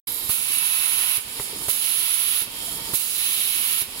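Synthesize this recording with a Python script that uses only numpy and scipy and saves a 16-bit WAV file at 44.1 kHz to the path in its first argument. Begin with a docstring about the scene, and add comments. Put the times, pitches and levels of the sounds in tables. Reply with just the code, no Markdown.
"""In a workshop, a machine that packs cartons runs close by. Each time its suction arm grabs, a valve
knocks and a vacuum ejector (a nozzle that makes suction from a jet of air) opens on the right. It spits,
sags, then swells to a ringing hiss over a lower roar. All the while air leaks and the drive rumbles and
clatters. An automatic gain control turns everything down during each burst."""
import sys
import numpy as np
from scipy import signal
from scipy.fft import rfft, irfft
from scipy.io import wavfile
from scipy.ndimage import uniform_filter1d

SR = 44100
rng = np.random.default_rng(int(sys.argv[2]) if len(sys.argv) > 2 else 0)


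def store_pcm(level_fs):
    """Save levels as 16-bit WAV."""
    pcm = np.round(np.clip(level_fs, -1, 1) * 32767).astype(np.int16)
    wavfile.write(sys.argv[1], SR, np.atleast_2d(pcm).T)


N = 176400

# Tone colour of each noise: pitch_hz, left_db, right_db
SHOP_SPECTRUM = [(1050, -87, -89.5), (2220, -78, -71.5), (2760, -82, -73.5), (4340, -72, -74),
                 (4760, -78, -68), (5480, -72, -74.5)]
DRIVE_SPECTRUM = [(20, -75, -86), (32.2, -74.5, -73), (48.5, -71, -70), (74.6, -77.5, -77.5),
                  (120, -74, -75.5), (197, -75.5, -74.5), (303, -72.5, -74), (520, -82.5, -74),
                  (667, -85, -78), (890, -85, -75.5), (1260, -82.5, -77.5), (1660, -93, -89)]
LEAK_SPECTRUM = [(6390, -86, -77.5), (7310, -81, -72.5), (8300, -80, -77), (9500, -77, -70),
                 (9900, -86, -70), (10600, -77, -62.5), (11000, -87, -66.5), (11900, -102, -79),
                 (12500, -81, -69.5), (13400, -87, -69.5), (14100, -89, -79), (14800, -90, -78),
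                 (15600, -87, -78)]
SPIT_SPECTRUM = [(6850, -80, -79), (8000, -75, -67), (9150, -66, -57), (9900, -76, -64), (11300, -75, -52),
                 (12800, -76, -58.5), (14000, -78, -65)]
JET_SPECTRUM = [(4670, -73, -71.5), (5920, -78.5, -75.5), (6740, -79, -67), (8600, -71, -78),
                (9400, -78, -80), (14550, -80, -67), (17100, -69, -55)]
ROAR_SPECTRUM = [(636, -86, -86.5), (1000, -76, -73.5), (1330, -73, -70), (1680, -75, -72.5),
                 (2310, -69.5, -63.5), (2840, -64, -61), (3360, -67, -66), (3900, -63.5, -64),
                 (4640, -69.5, -70), (5900, -73, -73.5)]
# How alike a noise is in both ears: pitch_hz, likeness_0_to_1
EAR_LIKENESS = [(100, 1), (300, 1), (600, 0.69), (1300, 0.59), (3000, 0.42), (5000, 0.06)]
# Steady ringing in the workshop noise: pitch_hz, width_hz, left_db, right_db
SHOP_RINGS = [(455.6, 11.7, -67.5, -72.5), (907, 59, -72, -72), (3160, 230, -70, -69.5),
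              (3770, 400, -72, -75.5)]
# How the leak's hiss rises and falls: time_s, level_db
LEAK_LEVELS = [(.1, 4), (.28, 4.5), (1.25, 2), (1.37, 2.5), (1.409, 4.5), (1.48, 2), (1.65, 2.5),
               (2.49, 1.5), (2.9, 3.5), (3.901, 1.5)]
# Thin whistles of the leak: start_s, end_s, pitch_hz, width_hz, left_db, right_db
LEAK_RINGS = [(.06, .33, 12900, 170, -72, -49.5), (.07, .29, 9720, 200, -76, -60),
              (.07, .29, 10600, 450, -78, -60.5), (.07, .33, 3900, 160, -65, -63.5),
              (1.3, 1.68, 9300, 221, -69, -67), (1.25, 1.68, 12800, 450, -82, -70),
              (2.5, 2.93, 13350, 276, -84, -66), (2.5, 2.87, 3210, 170, -67.5, -65.5)]
# Dull clunks of the swinging arm: start_s, pitch_hz, level_db
ARM_CLUNKS = [(1.529, 417, -30), (1.557, 300, -32.5), (2.68, 686, -36), (3.555, 340, -31), (3.875, 85, -35)]
# Knocks of the valve and arm: start_s, thud_db, clack_db
KNOCK_HITS = [(.295, 2.5, 3.5), (1.178, -2, -3.5), (1.397, 0, 0.5), (1.684, 3, 3), (2.419, -1, -4),
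              (2.935, 2.5, 0.5), (3.819, 0, -4)]
# Notes of the struck frame: pitch_hz, level_db, ring_s (time to fade by 60 dB)
FRAME_NOTES = [(60, -39, .05), (117, -24, 0.032), (168, -34, 0.028), (275, -36.5, 0.041), (402, -34, 0.043),
               (624, -34, 0.015), (957, -32, 0.021), (1250, -30.5, 0.0088), (2018, -35.5, 0.019)]
# Hollow notes in the roar that come and go: start_s, end_s, pitch_hz, width_hz, left_db, right_db
ROAR_RINGS = [(.49, 1.17, 2650, 280, -60, -55), (.55, .8, 3610, 450, -61, -59),
              (.8, 1.17, 3100, 380, -58.5, -61), (.6, 1.17, 1020, 150, -67, -64.5),
              (1.81, 2.41, 3290, 450, -60.5, -56), (3.15, 3.5, 3820, 550, -59, -58.5),
              (3.2, 3.8, 2402, 352, -69, -60), (3.24, 3.81, 3080, 520, -58, -57)]
# The nozzle's main and upper ringing: width_hz, left_db, right_db
NOZZLE_SHAPE = (580, -68.5, -48)
UPPER_SHAPE = (1300, -80, -59)
# Bursts of the ejector: open_s, close_s, swell_after_s, level_db, nozzle_hz, nozzle_db,
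# upper_hz, upper_db, upper_rise_db_per_s, roar_db, deep_roar_db
EJECTOR_BURSTS = [(0.287, 1.174, 0.22, 7.0, 10740, 0.5, 11750, 2, 1, -0.5, 1.5),
                  (1.678, 2.420, 0.15, 7, 10740, 0, 12250, 1, 5, -0.5, -1),
                  (2.93, 3.816, 0.23, 7.5, 10640, -2.5, 12200, 2, 5, -1, -2.5)]
# Echoes from nearby steel plates: left_delay_s, right_delay_s, gain
PLATE_ECHOES = [(.00205, 0.0022, 0.18), (.00310, 0.0027, 0.3), (.0053, 0.0053, 0.157),
                (.0091, 0.0099, 0.15)]

VALVE_OPEN_S = 0.025  # time the valve takes to open
RIGHT_LAG_S = 0.00018  # some noises reach the right ear this much later


def from_db(db):
    """Turns decibels into a number to multiply by."""
    return 10 ** (np.asarray(db) / 20)


def clock():
    """The time of every sample, in seconds."""
    return np.arange(N) / SR


def bins():
    """The frequency of every point in a spectrum, in Hz."""
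    return np.maximum(np.arange(N // 2 + 1) * SR / N, 1)


def curve(hz, values):
    """Joins a few points into a line across all frequencies."""
    return np.interp(np.log(bins()), np.log(hz), values)


def drift(rate_hz):
    """A smooth random wobble, about 1 in size."""
    slow = irfft(rfft(rng.standard_normal(N)) / (1 + (bins() / rate_hz) ** 2), N)
    return slow / slow.std()


def noise(gain, lag_s=0):
    """Stereo noise with a gain for each frequency; the bass is alike in both ears."""
    alike = np.clip(curve(*np.transpose(EAR_LIKENESS)), 0, 1)
    mid, side = rfft(rng.standard_normal((2, N)))
    both = np.sqrt(1 + alike) * mid + np.sqrt(1 - alike) * side * [[1], [-1]]
    delay = np.exp(-2j * np.pi * bins() * lag_s * np.array([[0], [1]]))
    return irfft(both * gain * delay, N) * np.sqrt(SR) / 2


def colour(table, steepness=6):
    """Left and right gains from a spectrum table, falling away past its ends."""
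    hz, left, right = np.transpose(table)
    edges = np.minimum(1, np.minimum(bins() / hz[0], hz[-1] / bins())) ** steepness
    return from_db([curve(hz, left), curve(hz, right)]) * edges


def resonance(hz, width_hz, left_db, right_db, skirt_hz):
    """Left and right gains that favour one pitch and fall faster beyond skirt_hz from it."""
    off_hz = bins() - hz
    falloff = (1 + (2 * off_hz / width_hz) ** 2) * (1 + (off_hz / skirt_hz) ** 2)
    return from_db([[left_db], [right_db]]) / np.sqrt(falloff)


def ring(clicks, hz, ring_s):
    """Each click starts a fading tone, like a tap on metal."""
    decay, step = np.exp(-np.log(1000) / (ring_s * SR)), 2 * np.pi * hz / SR
    return signal.lfilter([0, np.sin(step)], [1, -2 * decay * np.cos(step), decay ** 2], clicks + 1e-18)


def shifted(sound, hz):
    """Slides a sound up or down by a changing number of Hz."""
    return np.real(signal.hilbert(sound) * np.exp(2j * np.pi * np.cumsum(hz) / SR))


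def passing_rings(table, fade_s, skirt_hz):
    """Breathy notes blown by the air, each fading in, holding and fading out."""
    t, out = clock(), 0
    for start_s, end_s, *shape in table:
        fade = (np.tanh((t - start_s) / fade_s) - np.tanh((t - end_s) / fade_s)) / 2
        out += fade * noise(resonance(*shape, skirt_hz), RIGHT_LAG_S)
    return out


def shop(flutter_db=0.64):
    """The workshop's machinery makes a steady rush with a few ringing pitches."""
    rings = sum(resonance(*row, skirt_hz=500) ** 2 for row in SHOP_RINGS)
    power = colour(SHOP_SPECTRUM, steepness=16) ** 2 + rings
    return noise(np.sqrt(power), RIGHT_LAG_S) * from_db(flutter_db * drift(9.1))


def drive(level_db=0.5, flutter_db=1.8):
    """The machine's drive rumbles unevenly."""
    return noise(colour(DRIVE_SPECTRUM)) * from_db(level_db + flutter_db * drift(22))


def leak(flutter_db=1.25):
    """Leaking air hisses all the time, with thin whistles that come and go."""
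    level_db = np.interp(clock(), *np.transpose(LEAK_LEVELS))
    hiss = noise(colour(LEAK_SPECTRUM, steepness=20)) * from_db(level_db)
    whistles = passing_rings(LEAK_RINGS, fade_s=0.038, skirt_hz=400)
    return (hiss + whistles) * from_db(flutter_db * drift(8.2))


def clunks(ring_s=0.066, contact_s=0.0022):
    """Soft bumps of the arm each ring briefly at one low pitch."""
    out = 0
    for start_s, hz, level_db in ARM_CLUNKS:
        age = np.maximum(clock() - start_s, 0)
        rise = 1 - np.exp(-age / contact_s)
        out += from_db(level_db - 60 * age / ring_s) * rise * np.sin(2 * np.pi * hz * age)
    return out


def heave(push_db=-29, push_s=0.0024):
    """Each knock moves the frame, which pushes the air once, out and back."""
    out = 0
    for start_s, thud_db, _ in KNOCK_HITS:
        swing = (clock() - start_s) / push_s - 1
        out -= from_db(push_db + thud_db) * swing * np.exp(-swing ** 2 / 2)
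    return out


def frame(taps_per_s=46, tap_db=-27, spread_db=4, rattle_s=0.0085, thud_below_hz=300):
    """Rattling knocks and a clatter of light, random taps make the machine's frame ring."""
    age = np.arange(SR // 20) / SR
    taps = rng.random(N) < taps_per_s / SR
    clatter = taps * from_db(tap_db + spread_db * np.clip(rng.standard_normal(N), -2, 2))
    out = 0
    for k, (hz, note_db, ring_s) in enumerate(FRAME_NOTES):
        is_thud = hz < thud_below_hz
        rattle, pan_db = (0.01, 0) if is_thud else (0.09, 1.5)  # clacks rattle more and lean right
        force = clatter * rng.standard_normal(N)
        for start_s, thud_db, clack_db in KNOCK_HITS:
            blow = (age == 0) + rattle * np.exp(-age / rattle_s) * rng.standard_normal(len(age))
            start = int(start_s * SR)
            force[start:start + len(age)] += from_db(thud_db if is_thud else clack_db) * blow
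        pan = from_db([[-pan_db], [pan_db]])
        out += (-1) ** k * from_db(note_db) * pan * ring(force, hz, ring_s)
    return out


def whistle(peak_s=2.1425, width_s=0.004, pitch_hz=10640):
    """The nozzle locks into one pure tone for an instant, on the right."""
    shape = np.exp(-((clock() - peak_s) / width_s) ** 2)
    return shape * np.sin(2 * np.pi * pitch_hz * clock()) * from_db([[-20.5], [0]])


def gust(start_s, decay_s):
    """The strength of stored air that rushes out of a valve and dies away."""
    age = np.maximum(clock() - start_s, 0)
    return np.minimum(age / VALVE_OPEN_S, 1) * np.exp(-age / decay_s)


def flow(open_s, close_s, swell_after_s, blast_db, sag_db, blast_s=0.063, swell_s=0.044, stop_s=0.02):
    """The air flow of one burst: a blast, a sag, a swell to full strength, a quick stop."""
    age = np.maximum(clock() - open_s, 0)
    valve = np.minimum(age / VALVE_OPEN_S, 1) * np.exp(-np.maximum(clock() - close_s, 0) / stop_s)
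    blast = from_db(blast_db) * np.exp(-age / blast_s)
    swell = 0.5 + 0.5 * np.tanh((age - swell_after_s) / swell_s)
    return valve * (blast + from_db(sag_db) * (1 - swell) + swell)


def ejector(waver_hz=69.4, nozzle_flutter_db=0.53, flutter_db=0.46, deep_hz=2400, deepen_db_per_s=4.5):
    """Air spits from the nozzle; then a bright jet, two ringing pitches and a roar follow the flow."""
    waver = waver_hz * drift(24.36)
    nozzle_flutter = from_db(nozzle_flutter_db * drift(45))
    spit = from_db(1.5) * noise(colour(SPIT_SPECTRUM))
    jet = from_db(-0.5) * noise(colour(JET_SPECTRUM))
    roar = from_db(-0.5) * noise(colour(ROAR_SPECTRUM), RIGHT_LAG_S)
    deep = irfft(rfft(roar) / (1 + (bins() / deep_hz) ** 4), N)  # the low part of the roar
    out = from_db(1) * jet * gust(start_s=0.91, decay_s=0.035)  # a puff as the arm turns back
    for (open_s, close_s, swell_after_s, level_db, nozzle_hz, nozzle_db,
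         upper_hz, upper_db, upper_rise, roar_db, deep_db) in EJECTOR_BURSTS:
        timing = open_s, close_s, swell_after_s
        # The upper ringing and the deep roar grow through the burst.
        from_middle_s = np.clip(clock(), open_s, close_s) - (open_s + swell_after_s + close_s) / 2
        nozzle = noise(resonance(nozzle_hz, *NOZZLE_SHAPE, skirt_hz=930))
        nozzle = from_db(nozzle_db) * nozzle_flutter * shifted(nozzle, waver)
        upper = noise(resonance(upper_hz, *UPPER_SHAPE, skirt_hz=930))
        upper *= from_db(upper_db + upper_rise * from_middle_s)
        deep_gain = from_db(deep_db + deepen_db_per_s * from_middle_s)
        burst_roar = from_db(roar_db) * (roar + deep * (deep_gain - 1))
        hiss = (jet * flow(*timing, blast_db=0.5, sag_db=-4)
                + nozzle * flow(*timing, blast_db=-3.5, sag_db=-8)
                + upper * flow(*timing, blast_db=2, sag_db=-12)
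                + burst_roar * flow(*timing, blast_db=-1.5, sag_db=-7))
        out += from_db(level_db) * (hiss + spit * gust(open_s, decay_s=0.08))
    hollow_notes = passing_rings(ROAR_RINGS, fade_s=0.03, skirt_hz=450)
    return (out + hollow_notes) * from_db(flutter_db * drift(21.5))


def plates(sound, dull_hz=4550):
    """Quick, dull echoes from steel plates boost some pitches and weaken others."""
    echoes = sum(gain * np.exp(-2j * np.pi * bins() * np.array([[left_s], [right_s]]))
                 for left_s, right_s, gain in PLATE_ECHOES)
    return irfft(rfft(sound) * (1 + echoes / (1 + (bins() / dull_hz) ** 2)), N)


def room(sound, ring_s=1, delay_s=0.017, band_hz=(300, 4230)):
    """The workshop's many echoes blur into a dull, fading tail."""
    age = np.arange(SR) / SR
    tail = rng.standard_normal((2, SR)) * from_db(-60 * age / ring_s) * (age > delay_s)
    tail /= np.sqrt(np.sum(tail ** 2, axis=1, keepdims=True))
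    tail = signal.sosfilt(signal.butter(2, band_hz, "band", fs=SR, output="sos"), tail)
    return from_db(-10.5) * signal.fftconvolve(sound, tail, axes=1)[:, :N]


def scene():
    """Adds up the air, the knocks, the background and their echoes."""
    air = ejector() + whistle()
    knocks = frame() + clunks()
    return plates(air + leak() + shop()) + drive() + knocks + heave() + room(air + knocks)


def record(dry, start_s=0.07, threshold_db=-28, slope=0.45, attack_s=0.013, release_db_per_s=40):
    """Gain control turns loud moments down fast and recovers slowly; the highest treble is cut."""
    t = clock()
    sound = dry * np.clip((t - start_s) / 0.0056, 0, 1)  # silence, then a quick fade in
    power = uniform_filter1d(np.mean(sound ** 2, axis=0), size=441)
    level_db = 10 * np.log10(np.maximum(power, 1e-12))
    cut_db = slope * np.maximum(level_db - threshold_db, 0)
    cut_db = np.maximum.accumulate(cut_db + release_db_per_s * t) - release_db_per_s * t
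    smoothing = np.exp(-1 / (attack_s * SR))
    sound *= from_db(-signal.lfilter([1 - smoothing], [1, -smoothing], cut_db))
    treble_cut = np.clip((15850 - bins()) / 200 + 0.5, 0, 1)
    return irfft(rfft(sound) * treble_cut, N)


dry = scene()
out = record(dry)
store_pcm(out)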